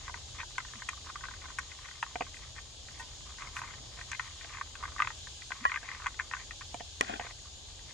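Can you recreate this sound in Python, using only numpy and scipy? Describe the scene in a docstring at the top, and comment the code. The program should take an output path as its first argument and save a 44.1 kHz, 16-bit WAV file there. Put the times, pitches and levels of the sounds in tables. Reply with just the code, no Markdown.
"""A dog eats dry kibble from a steel bowl outdoors, heard from above by a small stereo microphone.
Insects hiss in the trees over a far low rumble throughout: both are shaped noise.
From the start, pieces crack and crumble: decaying tones and dense clicks sound through the muzzle.
Throat hums and noisy nose puffs come in between; near 3 s a tooth rings the steel.
Late on, something hollow off to the right is knocked, knocked again and scraped."""
import sys
import numpy as np
from scipy import signal
from scipy.fft import rfft, irfft, next_fast_len
from scipy.io import wavfile
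from scipy.ndimage import uniform_filter1d, map_coordinates

SR = 44100
rng = np.random.default_rng(int(sys.argv[2]) if len(sys.argv) > 2 else 0)


def unload_wav(signal):
    """Save mono or channel-first audio to the path in sys.argv[1] as 16-bit WAV at rate SR, clipped to [-1, 1]."""
    wavfile.write(
        sys.argv[1],
        SR,
        np.round(np.clip(np.atleast_2d(signal).T, -1, 1) * 32767).astype(np.int16),
    )


def gain_from_decibels(decibels):
    """Convert decibel values to linear amplitude factors."""
    exponent = np.asarray(decibels, float) / 20
    return 10 ** exponent


N = 349713  # length in samples

# Resonances of the bowl's hollow and the mouth.
# Each row: frequency in Hz, relative level in dB, ring length as a factor.
MOUTH_RESONANCES = [(1050, 3.5, 1.26), (1500, 0, 0.81), (1900, 2.5, 0.57), (2390, -0.5, 0.51),
                    (3080, -8, 0.68), (3650, -15, 1.1)]


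def unit(x):
    """Scale a sound to rms 1."""
    return x / np.sqrt(np.mean(x ** 2) + 1e-20)


def along(points, hz):
    """Read a table of (Hz, value) points at any frequency, on a log axis."""
    f, value = np.transpose(points)
    return np.interp(np.log(hz + 1), np.log(f + 1), value)


def curve(rows, column):
    """Read a table of levels in dB at every sample; -120 dB outside the table."""
    rows = np.array(rows)
    return np.interp(np.arange(N) / SR, rows[:, 0], rows[:, column], -120, -120)


def wobble(rate):
    """A smooth random curve through so many random points a second."""
    knots = rng.standard_normal(int(N * rate / SR) + 4)
    return map_coordinates(knots, [np.arange(N) * rate / SR])


def fade(t, t60_s):
    """Exponential decay that falls by 60 dB in t60_s seconds."""
    return gain_from_decibels(-60 * t / t60_s)


def filtered(x, response):
    """Filter x by a complex function of frequency."""
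    m = next_fast_len(N + 8192)
    return irfft(rfft(x, m) * response(np.fft.rfftfreq(m, 1 / SR)), m)[..., :N]


def resonance(f, hz, width_hz):
    """A resonator lets through a band around hz, with peak gain 1."""
    return 1j * f * width_hz / (hz * hz - f * f + 1j * f * width_hz)


def rings(t, hz, db, t60, chance, detune, attack, spread_db):
    """A struck body sums decaying tones, here slightly random in pitch and level; peak 1."""
    hz = hz * (1 + detune * chance[0])
    gain = gain_from_decibels(db + spread_db * chance[1])
    phase = 0.1 * chance[2][:, None]
    tones = fade(t, t60[:, None]) * np.sin(2 * np.pi * (hz[:, None] * t + phase))
    wave = (gain @ tones) * (1 - np.exp(-t / attack))
    return wave / np.abs(wave).max()


def add(track, s, wave):
    """Mix a short sound into a track at s seconds."""
    track[round(s * SR):][:len(wave)] += wave


def scatter(x):
    """Each port gets its own short, dull echo off bench and ground, as decaying noise."""
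    t = np.arange(SR // 10) / SR
    tail = rng.standard_normal((2, len(t))) * fade(t, 0.039) * (t > .0008)
    dull = filtered(x, lambda f: 1 / (1 + 1j * f / 4000))
    return gain_from_decibels(-4.5) * signal.fftconvolve(dull[None], tail / np.linalg.norm(tail[0]), axes=1)[:, :N]


def kibble_cracks():
    """Each break rings the hollow near its own colour and splinters after it."""
    # Kibble breaking. Each row: time in seconds, peak of the ring in dB before filtering,
    # mouth colour in Hz.
    breaks = [(0.069, -40, 1900), (0.08, -31, 1420), (.0958, -28, 1210), (0.1422, -25.5, 1240),
              (0.39, -38, 2200), (0.4041, -29.5, 2250), (0.414, -32, 2100), (0.4315, -27.5, 1130),
              (.556, -44, 2100), (.582, -17, 1760), (0.6023, -32, 1740), (0.6495, -34, 1450),
              (0.685, -42, 2280), (0.736, -36, 1960), (.756, -41, 2000), (.799, -43, 1500),
              (0.8211, -29.5, 1430), (.889, -19, 1960), (.931, -36, 1170), (0.976, -43, 1020),
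              (1.0637, -32.5, 1050), (1.0885, -38, 1180), (1.1567, -28, 1300), (1.208, -37, 1400),
              (1.2388, -30.5, 1360), (1.2533, -32.5, 1600), (1.285, -29, 1500), (1.312, -33, 1350),
              (1.3378, -39, 1580), (1.418, -41.5, 2160), (1.4554, -31.5, 1250), (1.485, -42, 1550),
              (1.5025, -33, 1250), (1.5869, -19, 1600), (1.5928, -34, 1640), (1.7177, -39, 2050),
              (1.789, -40, 1300), (1.8333, -46, 1880), (1.8567, -37, 1560), (1.886, -34, 1690),
              (1.9122, -38, 1610), (2.0281, -16.5, 1510), (2.0644, -34.5, 1240), (2.11, -43, 1050),
              (2.157, -28, 1630), (2.2083, -25, 1120), (2.221, -29.5, 2400), (2.266, -37.5, 1300),
              (2.343, -38, 2320), (2.3684, -40.5, 2400), (2.4344, -44, 1980), (2.562, -41, 1580),
              (2.5815, -33, 1980), (2.588, -37, 1940), (2.8858, -35.5, 1900), (3.133, -51, 1900),
              (3.3853, -37, 1450), (3.397, -40, 1530), (3.4087, -40, 1850), (3.4721, -36, 1580),
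              (3.567, -25, 1770), (3.579, -31, 1580), (3.59, -28.5, 1400), (3.6169, -24, 1380),
              (3.6361, -31, 1470), (3.6761, -36.5, 1690), (3.707, -39, 1600), (3.738, -35.5, 1840),
              (3.9884, -36, 1540), (4.0127, -33, 1950), (4.117, -23.5, 2040), (4.132, -24.5, 1990),
              (4.1489, -31, 1790), (4.1965, -18.5, 1760), (4.411, -41, 1980), (4.445, -36.5, 1910),
              (4.4937, -41, 1910), (4.5365, -34.5, 2030), (4.5706, -31.5, 1600), (4.5836, -31.5, 1390),
              (4.6124, -22, 1340), (4.754, -31, 1900), (4.8271, -28.5, 1160), (4.8367, -23.5, 1250),
              (4.854, -27, 1500), (4.9625, -30, 1110), (4.9825, -32, 1780), (4.993, -20.5, 1320),
              (5.002, -13.5, 1410), (5.01, -31, 1740), (5.0215, -13.5, 1560), (5.0473, -25, 1470),
              (5.0726, -18.5, 1640), (5.104, -27.5, 1380), (5.2713, -35.5, 1540), (5.42, -37.5, 2400),
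              (5.5056, -30, 1260), (5.5192, -21.5, 1810), (5.641, -35, 1800), (5.696, -28, 2070),
              (5.7181, -19, 1870), (5.742, -21.5, 1670), (5.7601, -21, 1830), (5.7739, -26.5, 1810),
              (5.83, -36, 1700), (5.889, -30.5, 1870), (5.916, -30, 2080), (5.948, -33.5, 1750),
              (6.0011, -32.5, 1210), (6.0194, -35, 1630), (6.0415, -40, 1250), (6.0612, -20, 1430),
              (6.0673, -17, 1770), (6.0796, -35, 1810), (6.142, -41, 1900), (6.192, -26, 1740),
              (6.1982, -19.5, 2000), (6.2064, -23.5, 1570), (6.3127, -27, 1640), (6.327, -30, 1620),
              (6.3367, -18.5, 1530), (6.3489, -28, 1680), (6.367, -33, 1710), (6.509, -31.5, 1900),
              (6.6101, -30.5, 1300), (6.6166, -35, 1670), (6.744, -35, 1450), (6.799, -44, 2020),
              (6.8056, -37.5, 1860), (7.198, -28, 1950), (7.211, -30.5, 1550), (7.2674, -31.5, 1590),
              (7.309, -38.5, 1720), (7.792, -43.5, 1900), (7.8845, -50, 1980)]
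    body, t = np.zeros(N + SR), np.arange(SR // 10) / SR
    hz, level_db, length_factor = np.transpose(MOUTH_RESONANCES)
    luck = rng.standard_normal((len(breaks), 3, len(hz)))
    grit = rng.standard_normal((len(breaks), len(t)))
    for (s, db, colour_hz), chance, noise in zip(breaks, luck, grit):
        softer_db = -21 - db
        t60 = 0.015 * gain_from_decibels(0.27 * softer_db)  # harder cracks die sooner
        steepness = 12.5 + 0.33 * softer_db  # and ring a wider range around their colour
        near_db = level_db - steepness * np.log2(hz / colour_hz) ** 2
        ring = rings(t, hz, near_db, t60 * length_factor, chance,
                     detune=0.067, attack=0.00084, spread_db=1.5)
        spikes = noise ** 3 / 3 * fade(t, 0.059)  # cubing leaves a few strong spikes
        splinters = np.convolve(ring[:200], spikes)[:len(t)]
        add(body, s - .0006, gain_from_decibels(db) * (ring + gain_from_decibels(-32.5) * splinters))
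    # a small piece radiates little bass
    return 1.202 * filtered(body[:N], lambda f: (1j * f / (1j * f + 600)) ** 6)


def tooth_knocks():
    """A tooth knocks the bowl's side, which answers with short damped tones."""
    # Knocks. Each row: time in seconds, peak in dB.
    bumps = [(.0958, -49), (2.0286, -43.5), (2.157, -26.5), (2.2083, -23.5), (2.2202, -29.5),
             (3.9894, -43.5), (4.446, -42.5), (5.5052, -41), (5.83, -44), (5.845, -51), (6.744, -27),
             (6.799, -50), (6.8066, -32.5), (7.1968, -27.5), (7.2106, -37), (7.2487, -38.5), (7.2674, -43),
             (7.31, -49.5)]
    # Tones of a knock. Each row: frequency in Hz, relative level in dB, time to fade 60 dB in seconds.
    knock_tones = [(287, -7, 0.014), (515, -6, 0.024), (704, 0, 0.055), (850, -5, 0.035), (2350, -5, 0.017),
                   (2950, -5, .015)]
    out, t = np.zeros(N + SR), np.arange(SR // 10) / SR
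    hz, level_db, t60 = np.transpose(knock_tones)
    for s, db in bumps:
        chance = rng.standard_normal((3, len(hz)))
        knock = rings(t, hz, level_db, t60, chance, detune=.02, attack=.0006, spread_db=1.5)
        add(out, s - .0006, gain_from_decibels(db) * knock)
    return out[:N]


def brittle_snaps():
    """Brittle pieces snap in the open between the front teeth: bright bursts of noise."""
    # Snaps. Each row: time in seconds, starting noise level in dB before filtering.
    breaks = [(.582, -37.5), (0.891, -29.5), (1.5869, -27), (1.5932, -37), (2.0281, -40), (4.116, -30.5),
              (5.0223, -38.5), (6.0675, -39), (6.7437, -39.5)]
    bursts, t = np.zeros(N + SR), np.arange(SR // 10) / SR
    for s, db in breaks:
        add(bursts, s, gain_from_decibels(db) * fade(t, 0.013) * rng.standard_normal(len(t)))
    return filtered(bursts[:N], lambda f: 2.43 * resonance(f, 6550, 3200) ** 3)


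def crumble():
    """Dense tiny breaks excite the hollow; each grind swells and fades, brighter with an open mouth."""
    # Jaws grinding a mouthful. Each row: middle in seconds, length in seconds, level in dB before
    # the mouth opening, opening in dB by which the upper resonances gain on the lower.
    grinds = [(0.066, 0.087, -48.5, 5), (0.18, 0.039, -59, -6), (0.356, 0.069, -50, 0),
              (0.404, 0.071, -40.5, 2), (0.602, 0.065, -56, -8), (0.767, 0.17, -56, -3),
              (0.913, 0.083, -59, -1), (1.082, 0.089, -50, -5), (1.245, 0.086, -52, -7),
              (1.472, 0.11, -57, -9), (1.854, .12, -60, 4), (1.964, 0.066, -56, -1), (2.25, .08, -64, 1),
              (2.436, 0.14, -59.5, 1), (2.576, 0.061, -52, 4), (2.994, 0.2, -59, 5),
              (3.298, 0.12, -56.5, -5), (3.44, 0.19, -48.5, -3), (3.576, .12, -44.5, -1),
              (3.68, 0.16, -50.5, -1), (3.993, .14, -60, 7), (4.137, 0.066, -53, 7), (4.274, 0.072, -71, 6),
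              (4.434, 0.12, -63, 5), (4.554, 0.26, -53, 1), (4.866, 0.3, -55.5, -5),
              (5.055, 0.18, -49.5, -1), (5.594, 0.19, -52.5, 1), (5.725, 0.13, -47, -2),
              (5.905, 0.27, -47.5, 2.5), (6.037, 0.16, -51.5, -7), (6.22, .14, -56, -3),
              (6.403, 0.11, -56, 8), (7.087, 0.23, -53, 9), (7.24, 0.15, -50.5, 2.5),
              (7.303, 0.034, -54, 5), (7.4, 0.034, -60.5, 4), (7.464, 0.051, -61.5, -5),
              (7.9, 0.11, -58, 7.5)]
    # Crumbs shifting in the mouth. Each row: time in seconds, level in dB before its random wobble.
    crumbs = [(0, -58.5), (.5, -66), (1.7, -59), (2.8, -67), (4.3, -57), (5.3, -68), (6.2, -62),
              (6.8, -70.5), (7.93, -67)]
    chance_per_sample = 1600 * gain_from_decibels(5.5 * wobble(80)) / SR  # the breaks come in clumps
    size_db = np.minimum(3.3 * rng.exponential(size=N), 13)
    bits = (rng.random(N) < chance_per_sample) * rng.standard_normal(N) * gain_from_decibels(size_db)

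    def hollow(part):
        def response(f):
            total = 0
            for k, (hz, db, length_factor) in enumerate(part):
                # neighbours alternate in sign
                total = total + (-1) ** k * gain_from_decibels(db) * resonance(f, hz, 260 / length_factor ** 2)
            return resonance(f, 1710, 3200) ** 2 * total
        return unit(filtered(bits, response))

    t = np.arange(N) / SR
    lower = upper = gain_from_decibels(curve(crumbs, column=1) + 1.15 * wobble(11))
    for s, long, db, open_db in grinds:
        swell = gain_from_decibels(db) * np.cos(np.pi * np.clip((t - s) / long, -.5, .5)) ** 2
        lower = lower + swell * gain_from_decibels(-open_db / 2)
        upper = upper + swell * gain_from_decibels(open_db / 2)
    both = lower * hollow(MOUTH_RESONANCES[:2]) + upper * hollow(MOUTH_RESONANCES[2:])
    return both / np.sqrt(2)


def steel_bowl():
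    """A tooth strikes the steel, which rings briefly in its own tones."""
    # Strikes. Each row: time in seconds, peak in dB.
    strikes = [(2.996, -36.5)]
    # Tones of the steel. Each row: frequency in Hz, relative level in dB, time to fade 60 dB in seconds.
    steel = [(800, -12, 0.083), (919, -4.5, .12), (1010, -9.5, 0.22), (1510, -12, 0.16), (1870, -2, 0.091),
             (2630, -4, 0.049)]
    out, t = np.zeros(N + SR), np.arange(SR // 4) / SR
    hz, level_db, t60 = np.transpose(steel)
    for s, db in strikes:
        chance = rng.standard_normal((3, len(hz)))
        ring = rings(t, hz, level_db, t60, chance, detune=.002, attack=.002, spread_db=1)
        add(out, s, gain_from_decibels(db) * ring)
    return out[:N]


def sniffs():
    """Air rushes through the nose in short soft puffs of band-passed noise."""
    # Nose puffs. Each row: start in seconds, length in seconds, level at the middle in dB.
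    puffs = [(2.33, 0.078, -59), (2.98, 0.041, -52.5), (3.542, 0.073, -52)]
    t, swell = np.arange(N) / SR, np.zeros(N)
    for s, long, db in puffs:
        swell += gain_from_decibels(db) * np.sin(np.pi * np.clip((t - s) / long, 0, 1))
    return swell * unit(filtered(rng.standard_normal(N), lambda f: resonance(f, 6400, 3400) ** 2))


def gulps():
    """The throat hums low and briefly, with a gliding pitch."""
    # Gulps. Each row: start in seconds, length in seconds, first pitch in Hz, last pitch in Hz,
    # peak in dB.
    hums = [(0.745, 0.055, 273, 166, -55), (5.607, 0.034, 194, 287, -48.5)]
    t, out = np.arange(N) / SR, np.zeros(N)
    for s, long, from_hz, to_hz, db in hums:
        u = np.clip((t - s) / long, 0, 1)
        cycles = long * (from_hz * u + (to_hz - from_hz) * u * u / 2)
        out += gain_from_decibels(db) * np.sin(np.pi * u) * np.sin(2 * np.pi * cycles)
    return out


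def ports(x):
    """The microphone's two ports hear the dog with a different tilt and phase, plus echoes."""
    # Level balance of the ports. Each row: frequency in Hz, left over right in dB.
    tilt = [(300, -3), (650, -10.5), (1200, -3), (2100, 9.5), (3500, 1), (8000, -0.5)]
    # Phase between the ports. Each row: frequency in Hz, radians by which left leads.
    lead = [(500, 0.056), (1400, 0.015), (3000, 0.84), (5000, 0.99)]
    side = np.array([[.5], [-.5]])
    direct = filtered(x, lambda f: gain_from_decibels(side * along(tilt, f)) * np.exp(1j * side * along(lead, f)))
    return direct + scatter(x)


def hollow_knocks():
    """A hollow thing is knocked: a thud and a buzzing ring; returned with its raw sharp snaps."""
    # Knocks. Each row: time in seconds, thud peak in dB, thud's time to fade 60 dB in seconds,
    # ring level in dB before it buzzes, ring length as a factor, snap level in dB before filtering.
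    blows = [(5.652, -12.5, 0.018, -26, 0.93, -28), (7.009, -15.5, 0.0065, -15, 0.061, -15.5)]
    # Tones of the thud, shared by both knocks. Each row: frequency in Hz, relative level in dB.
    thud_tones = [(520, -11.5), (1050, -4), (1350, 1), (1650, -2), (2400, -10), (3100, -29)]
    # Tones of the ring. Each row: frequency in Hz, relative level in dB,
    # time to fade 60 dB in seconds before the length factor.
    ring_tones = [(643, -12, .07), (1126, 0, .17), (1910, -2, 0.2), (2560, -25, 0.068), (3018, -11, 0.17)]
    (out, snaps), t = np.zeros((2, N + SR)), np.arange(SR // 4) / SR
    hz, level_db, t60 = np.transpose(ring_tones)
    thud_hz, thud_db = np.transpose(thud_tones)
    for s, db, thud_t60, ring_db, length_factor, snap_db in blows:
        chance = rng.standard_normal((3, len(thud_hz)))
        thud = rings(t, thud_hz, thud_db, np.full(len(thud_hz), thud_t60), chance,
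                     detune=0.025, attack=0.00095, spread_db=8.0)
        chance = rng.standard_normal((3, len(hz)))
        ring = rings(t, hz, level_db, t60 * length_factor, chance,
                     detune=.002, attack=.002, spread_db=1)
        buzz = gain_from_decibels(ring_db + 3.6 * wobble(250)[:len(t)])
        add(out, s, gain_from_decibels(db) * thud + buzz * ring)
        spike = fade(t, 0.0042) * (1 + 0.5 * rng.standard_normal(len(t)))
        add(snaps, s + 0.00152, gain_from_decibels(snap_db) * spike)
    return out[:N], snaps[:N]


def scrape():
    """Stick and slip of the dragged thing drives its resonances with rough noise."""
    # Its resonances. Each row: frequency in Hz, width in Hz, relative level in dB.
    modes = [(240, 103, -1), (750, 104, 3.5), (1450, 270, -4.5), (1840, 190, -5), (2530, 170, -6.5),
             (3280, 260, -10.5)]
    # The drag: start in seconds, length in seconds, rasp level in dB.
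    drag = (7.02, 0.14, -43)
    # Catching on the ground. Each row: time in seconds, starting level in dB.
    catches = [(7.019, -41.5), (7.096, -38.5), (7.125, -46), (7.155, -44)]
    grit = rng.standard_normal(N) * gain_from_decibels(4 * wobble(160))

    def voiced(part):
        def response(f):
            total = 0
            for k, (hz, width_hz, db) in enumerate(part):
                total = total + (-1) ** k * gain_from_decibels(db) * resonance(f, hz, width_hz)
            return total
        return unit(filtered(grit, response))

    t = np.arange(N) / SR
    start, long, rasp_db = drag
    # stays at half strength, grows to full over the second half, then dies away
    growth = np.clip((t - start) / long, .5, 1) * (t > start)
    moving = growth * fade((t - start - long).clip(0), 0.052)
    jolts = np.zeros(N)
    for s, db in catches:
        jolts += gain_from_decibels(db) * fade(np.abs(t - s), 0.11) * (t > s)
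    dull = gain_from_decibels(-49.5) * moving + jolts
    rasp = gain_from_decibels(rasp_db) * moving + gain_from_decibels(-12) * jolts
    return dull * voiced(modes[:2]) + rasp * voiced(modes[2:])


def aside():
    """Knocks and scrape come from the right: the left port hears thud, ring and scrape later."""
    knocks, snaps = hollow_knocks()
    right = knocks + scrape()
    lag_s = 0.000518
    left = filtered(right, lambda f: gain_from_decibels(3.0) * np.exp(-2j * np.pi * f * lag_s))
    snap = filtered(snaps, lambda f: 3.54 * resonance(f, 3940, 5400) ** 2 / (1 + 1j * f / 7000))
    return np.array([left, right]) + scatter(right) + snap * gain_from_decibels([[2.5], [-4]])


def rush(spectrum, patchy_db):
    """Many far sources blur into stereo noise of rms 1, with random gain in patches."""
    # Left-right correlation of the background as stored; nearly mono above 7 kHz.
    # Each row: frequency in Hz, correlation from 0 to 1.
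    alike = [(30, 0.89), (100, 0.92), (150, 0.61), (360, 0.5), (870, 0.1), (2130, 0.013), (6500, 0.1),
             (7200, 1), (12000, 0.78)]
    z = signal.stft(rng.standard_normal((2, N)), nperseg=512)[2]
    patches = uniform_filter1d(rng.standard_normal(z.shape[1:]), 6, 0)  # smooth over frequency
    patches = unit(uniform_filter1d(patches, 10, 1))  # and over time
    pair = signal.istft(z * gain_from_decibels(patchy_db * patches), nperseg=512)[1][:, :N]

    def mid_and_side(f):
        angle = np.arccos(np.clip(along(alike, f), -1, 1)) / 2
        return gain_from_decibels(along(spectrum, f)) * [np.cos(angle), np.sin(angle)]

    mid, side = filtered(pair, mid_and_side)
    return unit(np.array([mid + side, mid - side]))


def background():
    """A lumpy low rumble and a smooth, slightly shimmering insect chorus, both of shaped noise."""
    # Colour of the far rumble. Each row: frequency in Hz, relative level in dB.
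    rumble_colour = [(18, -26), (28, -7), (42, -2), (81, 0.5), (102, -10), (120, -3.5), (140, -15),
                     (190, -19.5), (420, -20.5), (850, -19), (1400, -36), (1820, -70), (3000, -120)]
    # Colour of the insects. Each row: frequency in Hz, relative level in dB.
    insect_colour = [(760, -69), (1300, -19), (1650, -7.5), (1870, -25), (2020, -17), (2550, -8), (3280, 1),
                     (6130, -4), (6690, 2), (7580, -10.5), (11700, -29.5), (12500, -31), (13000, -61)]
    # Slow changes. Each row: time in seconds, rumble level in dB, insect level in dB;
    # both before the offsets and wobbles added below.
    air = [(0.0, -55, -50.5), (1.87, -55, -51.5), (3.36, -56, -51), (3.84, -53.5, -51), (4.22, -56.5, -50),
           (4.82, -54, -51.5), (5.34, -55, -50.5), (6.29, -56, -51.5), (6.67, -54.5, -50),
           (7.42, -56.5, -52.5), (7.93, -54.5, -51.5)]
    rumble_db = curve(air, column=1) + 2.8 + 1.1 * wobble(2.6)
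    insects_db = curve(air, column=2) + 1.5 + 0.6 * wobble(2.1)
    rumble = gain_from_decibels(rumble_db) * rush(rumble_colour, patchy_db=0.5)
    insects = gain_from_decibels(insects_db) * rush(insect_colour, patchy_db=1.07)
    return rumble * gain_from_decibels([[.7], [-.7]]) + insects * gain_from_decibels([[.6], [-.6]])  # left slightly louder


def scene():
    """The dog close below, knocks to the right, the background all round."""
    bites = kibble_cracks() + tooth_knocks() + brittle_snaps()
    dog = bites + crumble() + steel_bowl() + sniffs() + gulps()
    return ports(dog) + aside() + background()


def low_pass(x):
    """Removes everything above the highest recorded frequency."""
    return signal.sosfilt(signal.butter(12, 12400, fs=SR, output="sos"), x)


def record(dry):
    """The microphone rolls off in the top treble."""
    heard = filtered(dry, lambda f: 1 / (1 + (f / 12800) ** 16))
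    return low_pass(heard)


dry = scene()
out = record(dry)
unload_wav(out)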